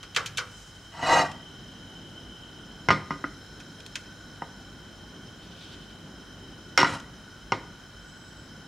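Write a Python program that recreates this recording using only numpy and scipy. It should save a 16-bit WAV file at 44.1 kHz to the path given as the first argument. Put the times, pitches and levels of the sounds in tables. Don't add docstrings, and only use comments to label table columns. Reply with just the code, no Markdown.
import sys
import numpy as np
from scipy import signal
from scipy.fft import rfft, irfft, next_fast_len
from scipy.io import wavfile
from scipy.ndimage import map_coordinates

SR = 44100
rng = np.random.default_rng(int(sys.argv[2]) if len(sys.argv) > 2 else 0)


def to_wav(sig):
    pcm = np.clip(np.atleast_2d(sig), -1, 1) * 32767
    pcm = np.round(pcm).astype(np.int16)
    wavfile.write(sys.argv[1], SR, pcm.T)


N = 382347
T = np.arange(N) / SR
RING_T = T[:SR // 2]


def undb(db):
    return 10 ** (np.asarray(db) / 20)


def unit(x):
    return x / np.sqrt(np.mean(x ** 2))


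def colour(x, gain):
    size = next_fast_len(x.shape[-1])
    hz = np.arange(size // 2 + 1) * SR / size + 0.00092
    return irfft(rfft(x, size) * gain(hz), size)[..., :x.shape[-1]]


def along(hz, table, axis=1):
    table = np.array(table)
    return np.interp(np.log(hz), np.log(table[:, 0]), table[:, axis])


def butter(x, hz, kind, order=2):
    corner = np.clip(hz, 10, .48 * SR)
    return signal.sosfilt(signal.butter(order, corner, kind, fs=SR, output="sos"), x)


def band(x, hz, width_hz):
    return signal.lfilter(*signal.iirpeak(hz, hz / width_hz, fs=SR), x)


def walk(rate_hz):
    return unit(colour(rng.standard_normal(N), lambda f: np.exp(-(f / rate_hz) ** 2)))


SWELL_DB = 32


def swell(t, start, attack, hold, release):
    short_of_top = np.maximum((start + attack - t) / attack, (t - start - attack - hold) / release)
    return undb(-SWELL_DB * np.clip(short_of_top, 0, 10))


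def dying_noise(table):
    out = 0
    for hz in 40 * 2 ** (np.arange(27) / 3):
        edges_hz = hz * 2 ** (np.array([-1, 1]) / 6)
        ring = butter(rng.standard_normal(len(RING_T)), edges_hz, "bandpass")
        fall_db = 60 * RING_T / along(hz, table, axis=2)
        out = out + ring * undb(along(hz, table) - fall_db)
    return out / np.linalg.norm(out)


def add(out, s, sound, db):
    start = int(s * SR)
    sound = sound * undb(db) / np.sqrt(np.mean(sound[:SR // 50] ** 2))
    out[start:start + len(sound)] += sound[:N - start]


# pitch_hz, side_minus_mid_db
STEREO_WIDTH = [(60, -31), (200, -19.5), (700, -12.5), (2400, -12.5), (4400, -12), (8000, -6.5),
                (15000, -3)]


def pair(mid, side, side_db):
    side = colour(side, lambda f: undb(along(f, STEREO_WIDTH) + side_db))
    return np.array([mid + side, mid - side])


def spread(x, side_db):
    echoes = colour(x, lambda f: np.exp(-2j * np.pi * f * .0035 + 2j * np.sin(f / 130)))
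    return pair(x, echoes, side_db)


# pitch_hz, level_db_per_hz, t60_s (time to fall by 60 dB)
KITCHEN_WALLS = [(60, -5, 0.2), (400, 7, 0.38), (1480, 2.5, 0.52), (3000, -1, 0.5), (7000, 3, 0.25),
                 (15000, 0.5, 0.72)]


def kitchen_walls(sent):
    build_up = 1 - np.exp(-RING_T / 0.0013)
    return signal.fftconvolve(sent, dying_noise(KITCHEN_WALLS) * build_up)[:N]


# pitch_hz, level_db (rms)
HUM_TONES = [(48.4, -64), (96.9, -58.5)]


def hum():
    tones = 0
    for hz, db in HUM_TONES:
        phase = 2 * np.pi * hz * T + 0.097 * walk(4.7)
        tones = tones + undb(db) * np.sqrt(2) * np.sin(phase)
    return tones


# start_s, attack_s, hold_s, release_s
WHISTLE_TIMING = (7.9, .17, .35, .13)


def whistle(hz=7750, width_hz=90, db=-67):
    air = band(band(rng.standard_normal(N), hz, width_hz), hz, width_hz)
    return unit(air) * undb(db) * swell(T, *WHISTLE_TIMING)


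LIFT_MOVE_S = 0.56


def raised(start, end):
    return np.clip(np.minimum(T - start, end - T) / LIFT_MOVE_S + .5, 0, 1)


# pitch_hz, width_hz (nominal, for each of two passes), level_db
GAS_JET = [(1477, 129, -1.5), (3103, 174, 1), (3944, 390, -12), (4680, 38, -14.5), (5267, 139, -6),
           (6026, 97, -9.5), (6820, 42, -13), (7210, 300, -21), (7800, 300, -34), (9020, 190, -22.5),
           (10800, 310, -28.5), (11750, 120, -32.5), (13520, 130, -37)]
# pitch_hz, level_db_per_hz
FLAME_ROAR = [(20, -22), (36, -4), (55, 5), (80, -5.5), (160, 3), (290, -1.5), (480, -9.5), (1100, -13.5),
              (1700, -13.5), (2500, -22), (4500, -27), (7000, -28.5), (10000, -36.5), (15500, -42.5)]
# start_s, end_s, extra_db of the second hiss resonance
PAN_LIFTS = [(1.103, 2.855, 5.5), (4.686, 6.8, 2)]
LIFT_LOW_RING_DB, LIFT_FLAME_DB = -2.5, 2
OPENING_UNTIL_S, OPENING_FLAME_DB, OPENING_LOW_RING_DB, OPENING_MAIN_RING_DB = 0.98, -6, -5.5, 2


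def burner(hiss_db=-49, main_db=-6, upper_db=-1.5, roar_db=-48.5, flutter_db=1.2):
    lifted = sum(raised(start, end) for start, end, _ in PAN_LIFTS)
    opening = 1 - raised(OPENING_UNTIL_S, np.inf)
    low_ring_db = LIFT_LOW_RING_DB * lifted + OPENING_LOW_RING_DB * opening
    lift_extra_db = sum(db * raised(start, end) for start, end, db in PAN_LIFTS)
    main_ring_db = main_db + lift_extra_db + OPENING_MAIN_RING_DB * opening
    flame_db = LIFT_FLAME_DB * lifted + OPENING_FLAME_DB * opening
    gas = rng.standard_normal(N)
    rings = []
    for hz, width, db in GAS_JET:
        rings.append(undb(db) * band(band(gas, hz, 1.04 * width), hz, 1.09 * width))
    upper_gain = undb(upper_db + 0.95 * walk(1.0))
    hiss = undb(low_ring_db) * rings[0] + undb(main_ring_db) * rings[1] + upper_gain * sum(rings[2:])
    positions = np.cumsum(1 + .005 * walk(.8))
    hiss = map_coordinates(hiss, [positions], order=3, mode="reflect")
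    roar = unit(colour(rng.standard_normal(N), lambda f: undb(along(f, FLAME_ROAR))))
    flame_gain = undb(flame_db + flutter_db * walk(6.5))
    roar = roar + (flame_gain - 1) * band(roar, 246, 610)
    return hiss / np.std(sum(rings)) * undb(hiss_db) + undb(roar_db) * roar


# start_s, attack_s, hold_s, release_s, level_db, centre_hz
HANDLE_RUBS = [(0, .17, 0.13, 0.94, -46.5, 120), (.38, 0.166, 0.028, 0.9, -56.5, 6200),
               (5.0, 0.65, 0.059, 0.57, -52, 3380)]


def rubbing(width=0.64, uneven_db=2.5):
    noise = rng.standard_normal(N)
    strokes = 0
    for *timing, db, hz in HANDLE_RUBS:
        friction = band(band(noise, hz, width * hz), hz, width * hz)
        strokes = strokes + unit(friction) * undb(db) * swell(T, *timing)
    return strokes * undb(uneven_db * walk(25))


# pitch_hz, level_db_per_hz, t60_s (before the click's own damping)
HARD_SNAP = [(100, 21, 0.11), (490, 5, 0.35), (1404, -3, 0.23), (2960, 11, 0.053), (4970, 3, 0.13),
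             (7800, 2, 0.056), (15200, -12.5, 0.091)]
# pitch_hz, width_hz, added_db
HARD_SNAP_RINGS = [(486, 140, 12.5), (1160, 290, 9.5), (1440, 230, 14), (2433, 460, 1), (3130, 180, 2.5),
                   (4040, 120, -10), (6250, 2200, -1)]
# start_s, level_db, centre_hz, damping_s (time to fall to about a third)
HANDLING_CLICKS = [(.029, -44, 2500, 0.11), (0.147, -40, 4000, 0.046), (0.162, -22, 2030, 0.17),
                   (.260, -35, 5350, .08), (.372, -32.5, 5230, 0.038), (0.3798, -27.5, 2270, 0.32),
                   (1.315, -48, 3500, 0.0108), (3.601, -49, 3260, 0.033), (3.803, -51, 4100, 0.0037),
                   (3.863, -46.5, 4630, 0.0043), (3.955, -33, 3300, 0.02), (6.999, -51, 4970, 0.0059)]
CLICK_SPAN = 1.8


def clicks():
    out = np.zeros(N)
    for s, db, centre_hz, damping_s in HANDLING_CLICKS:
        snap = dying_noise(HARD_SNAP) * np.exp(-RING_T / damping_s)
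        snap = snap + sum(undb(ring_db) * band(snap, hz, width) for hz, width, ring_db in HARD_SNAP_RINGS)
        snap = butter(snap, centre_hz / CLICK_SPAN, "highpass")
        add(out, s, butter(snap, centre_hz * CLICK_SPAN, "lowpass", order=1), db)
    return out


# pitch_hz, struck_db, rubbed_db,
# t60_s (before each contact's length share)
PAN_MODES = [(107, -12.5, -18, 0.21), (151.4, -9.5, -8, 0.39), (196, -17.5, -15, 0.66),
             (285.7, -9.5, -6.5, 0.38), (380, -15.5, -17, 0.26), (535, -11.5, -15, 0.2),
             (659, -15, 4, 0.158), (741, -10.5, 0, 0.22), (796, -10.5, 0.5, 0.061), (924, -4, 10.5, 0.1),
             (953, -1, -5, 0.12), (1048, -2, -6, 0.16), (1227, -3.5, -19, 0.29), (1270, -45, -9, 0.1),
             (1434, -0.5, -9, 0.18), (1553, -10, -10, 0.27), (1933, -1, 8.5, 0.14), (1972, -3.5, -5, 0.27),
             (2094, -2, -21, 0.187), (2468, -10, -5, 0.2), (2867, -1, 4.5, 0.11), (3040, -14, -31, 0.23),
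             (3996, -17, -4, 0.22), (4490, -11.5, -13, 0.24), (5200, -7, -8, 0.29), (5530, 2.5, -3, 0.11),
             (5770, -19, -10, 0.078), (6420, -12, -6, 0.16), (7100, -18, -18, .16),
             (7570, -30, -10.5, 0.17)]


def pan_modes(db, length, scatter_db, detune):
    hz, _, _, t60 = np.transpose(PAN_MODES)[:, :, None]
    size, shift, sign = rng.standard_normal((len(hz), 3)).T[:, :, None]
    decay = undb(db[:, None] + scatter_db * size - 60 * RING_T / (t60 * length))
    tones = np.sin(2 * np.pi * hz * (1 + detune * shift) * RING_T)
    modes = np.sum(np.sign(sign) * decay * tones, axis=0)
    return modes / np.linalg.norm(modes)


# pitch_hz, level_db_per_hz
GRIT = [(40, -40), (85, -25), (150, -16), (280, 0), (450, -2), (700, 4.5), (1400, 0), (2200, -11),
        (4500, -11.5), (7500, -21.5), (10000, -24), (15000, -51)]
# start_s, attack_s, hold_s, release_s, level_db (before the treble change),
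# treble_db, grit_db (against the ring)
PAN_DRAGS = [(.915, .19, 0.0958, 0.13, -20.5, -2.5, -1.5), (6.834, 0.037, 0.082, 0.084, -46, 6.5, 6.5)]
SAG_OCTAVES_PER_S = .15


def drags(slip_rate=2200, slip_db=3.0, catch_db=0.5, grit_s=0.0067, dull_hz=1500):
    out, rubbed_db = np.zeros(N), np.array(PAN_MODES)[:, 2]
    catching = undb(catch_db * walk(95))
    for s, attack, hold, release, db, treble_db, grit_db in PAN_DRAGS:
        start = int(s * SR)
        span = slice(start, start + len(RING_T))
        t = T[span]
        jolts = rng.random(len(t)) < slip_rate / SR
        slips = jolts * undb(slip_db * rng.standard_normal(len(t))) * catching[span]
        slips = slips - slips.mean()
        tap = pan_modes(rubbed_db, length=0.61, scatter_db=2.0, detune=0.00017)
        ring = signal.fftconvolve(slips, tap)[:len(t)]
        shift = SAG_OCTAVES_PER_S * (s + attack + hold / 2 - t)
        ring = map_coordinates(ring, [np.cumsum(2 ** shift)], order=3)
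        burst = rng.standard_normal(len(t)) * np.exp(-RING_T / grit_s)
        grit = colour(signal.fftconvolve(slips, burst)[:len(t)], lambda f: undb(along(f, GRIT)))
        sound = unit(ring) + undb(grit_db) * unit(grit * catching[span])
        dull = butter(sound, dull_hz, "lowpass", order=1)
        sound = dull + undb(treble_db) * (sound - dull)
        out[span] += sound * undb(db) * swell(t, s, attack, hold, release)
    return out


CHATTER_S, BOUNCE_S, CHATTER_DB, BOUNCE_LOSS_DB = 6.790, .012, -21.5, 0.5


def chatter(corner_hz=4200, thud_db=3.5, length=0.84, favoured_hz=1450, favoured_db=2.0, count=3):
    bounces = []
    for k in range(count):
        s, db = CHATTER_S + k * BOUNCE_S, CHATTER_DB - k * BOUNCE_LOSS_DB
        bounces.append((s, db, corner_hz, thud_db, length, favoured_hz, favoured_db))
    return bounces


# pitch_hz, level_db_per_hz, t60_s
GRATE_RATTLE = [(40, -39, 0.17), (91, 7.5, 0.92), (148, -31, 0.6), (297, -2.5, 0.31), (480, -3, 0.29),
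                (940, -7.5, 0.069), (1380, 9, 0.12), (1570, -1.5, 0.04), (2016, 1, 0.27), (2620, 1, 0.066),
                (4050, -6.5, 0.26), (5480, -8.5, 0.19), (7850, -17, 0.36), (15400, -30, 0.087)]
# start_s, level_db, contact_corner_hz (softer contacts lower), hob_top_thud_db,
# ring_length_share, favoured_pitch_hz, favoured_db
PAN_KNOCKS = [(1.028, -29.5, 2500, 9.5, 0.7, 930, 14.5), (1.091, -24, 2000, -10, 0.8, 686, 19),
              (1.198, -26.5, 2000, 9.5, 1, 1980, -5), (2.8868, -17.5, 2190, 4, 0.69, 2010, 5.5),
              (2.9051, -14.5, 3000, 7, 0.72, 1250, 5), (3.1069, -27.5, 2100, 9, 1, 1240, 8.5),
              (3.2406, -28, 1800, 16.5, 0.32, 1460, 12.5), (4.4201, -32.5, 1000, 4.5, 0.36, 820, 19),
              (6.776, -14.5, 6740, -2.5, 1, 1970, 1), (6.8304, -16.5, 2260, 3, 0.2, 1090, 11.5),
              (6.845, -23, 2010, 5, 1, 1490, 5.5), (7.521, -20.5, 2780, 7.5, 0.43, 860, 9.5)]
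FAVOURED_WIDTH = 0.24


def knocks(pressed_db=-2.5, pressed_length=0.23, rattle_db=-3.5, crack=0.73, crack_s=0.0019, thud_hz=380):
    out, struck_db = np.zeros(N), np.array(PAN_MODES)[:, 1]
    for s, db, corner_hz, thud_db, length, favoured_hz, favoured_db in PAN_KNOCKS + chatter():
        free = pan_modes(struck_db, length, scatter_db=-0.5, detune=0.0015)
        pressed = pan_modes(struck_db, pressed_length, scatter_db=1.2, detune=.011)
        ring = free + undb(pressed_db) * pressed + undb(rattle_db) * dying_noise(GRATE_RATTLE)
        ring = ring * (1 + crack * np.exp(-RING_T / crack_s))
        ring = ring + (undb(favoured_db) - 1) * band(ring, favoured_hz, FAVOURED_WIDTH * favoured_hz)
        thud = butter(butter(ring, thud_hz, "lowpass"), thud_hz, "lowpass")
        thud = butter(thud, 110, "highpass", order=3)
        bright = butter(butter(ring, thud_hz, "highpass"), thud_hz, "highpass")
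        blow = undb(thud_db) * thud + bright
        blow = butter(blow, corner_hz, "lowpass", order=1)
        add(out, s, butter(blow, 2.0 * corner_hz, "lowpass", order=1), db)
    return out


def scene():
    pan, snaps = knocks() + drags(), clicks()
    sent = undb(-12) * snaps + undb(-16.0) * pan
    walls = [kitchen_walls(sent) for _ in range(2)]
    steady = [burner() + rubbing() for _ in range(2)]
    close = spread(pan, side_db=-7) + spread(snaps, side_db=-0.5)
    around = pair(*walls, side_db=-1.0) + pair(*steady, side_db=2.0)
    return close + around + hum() + whistle()


TOP_HZ = 15800


def record(dry):
    ceiling = .8
    rounded = ceiling * np.tanh(dry / ceiling)
    return signal.sosfilt(signal.ellip(8, .2, 70, TOP_HZ, fs=SR, output="sos"), rounded)


dry = scene()
out = record(dry)
to_wav(out)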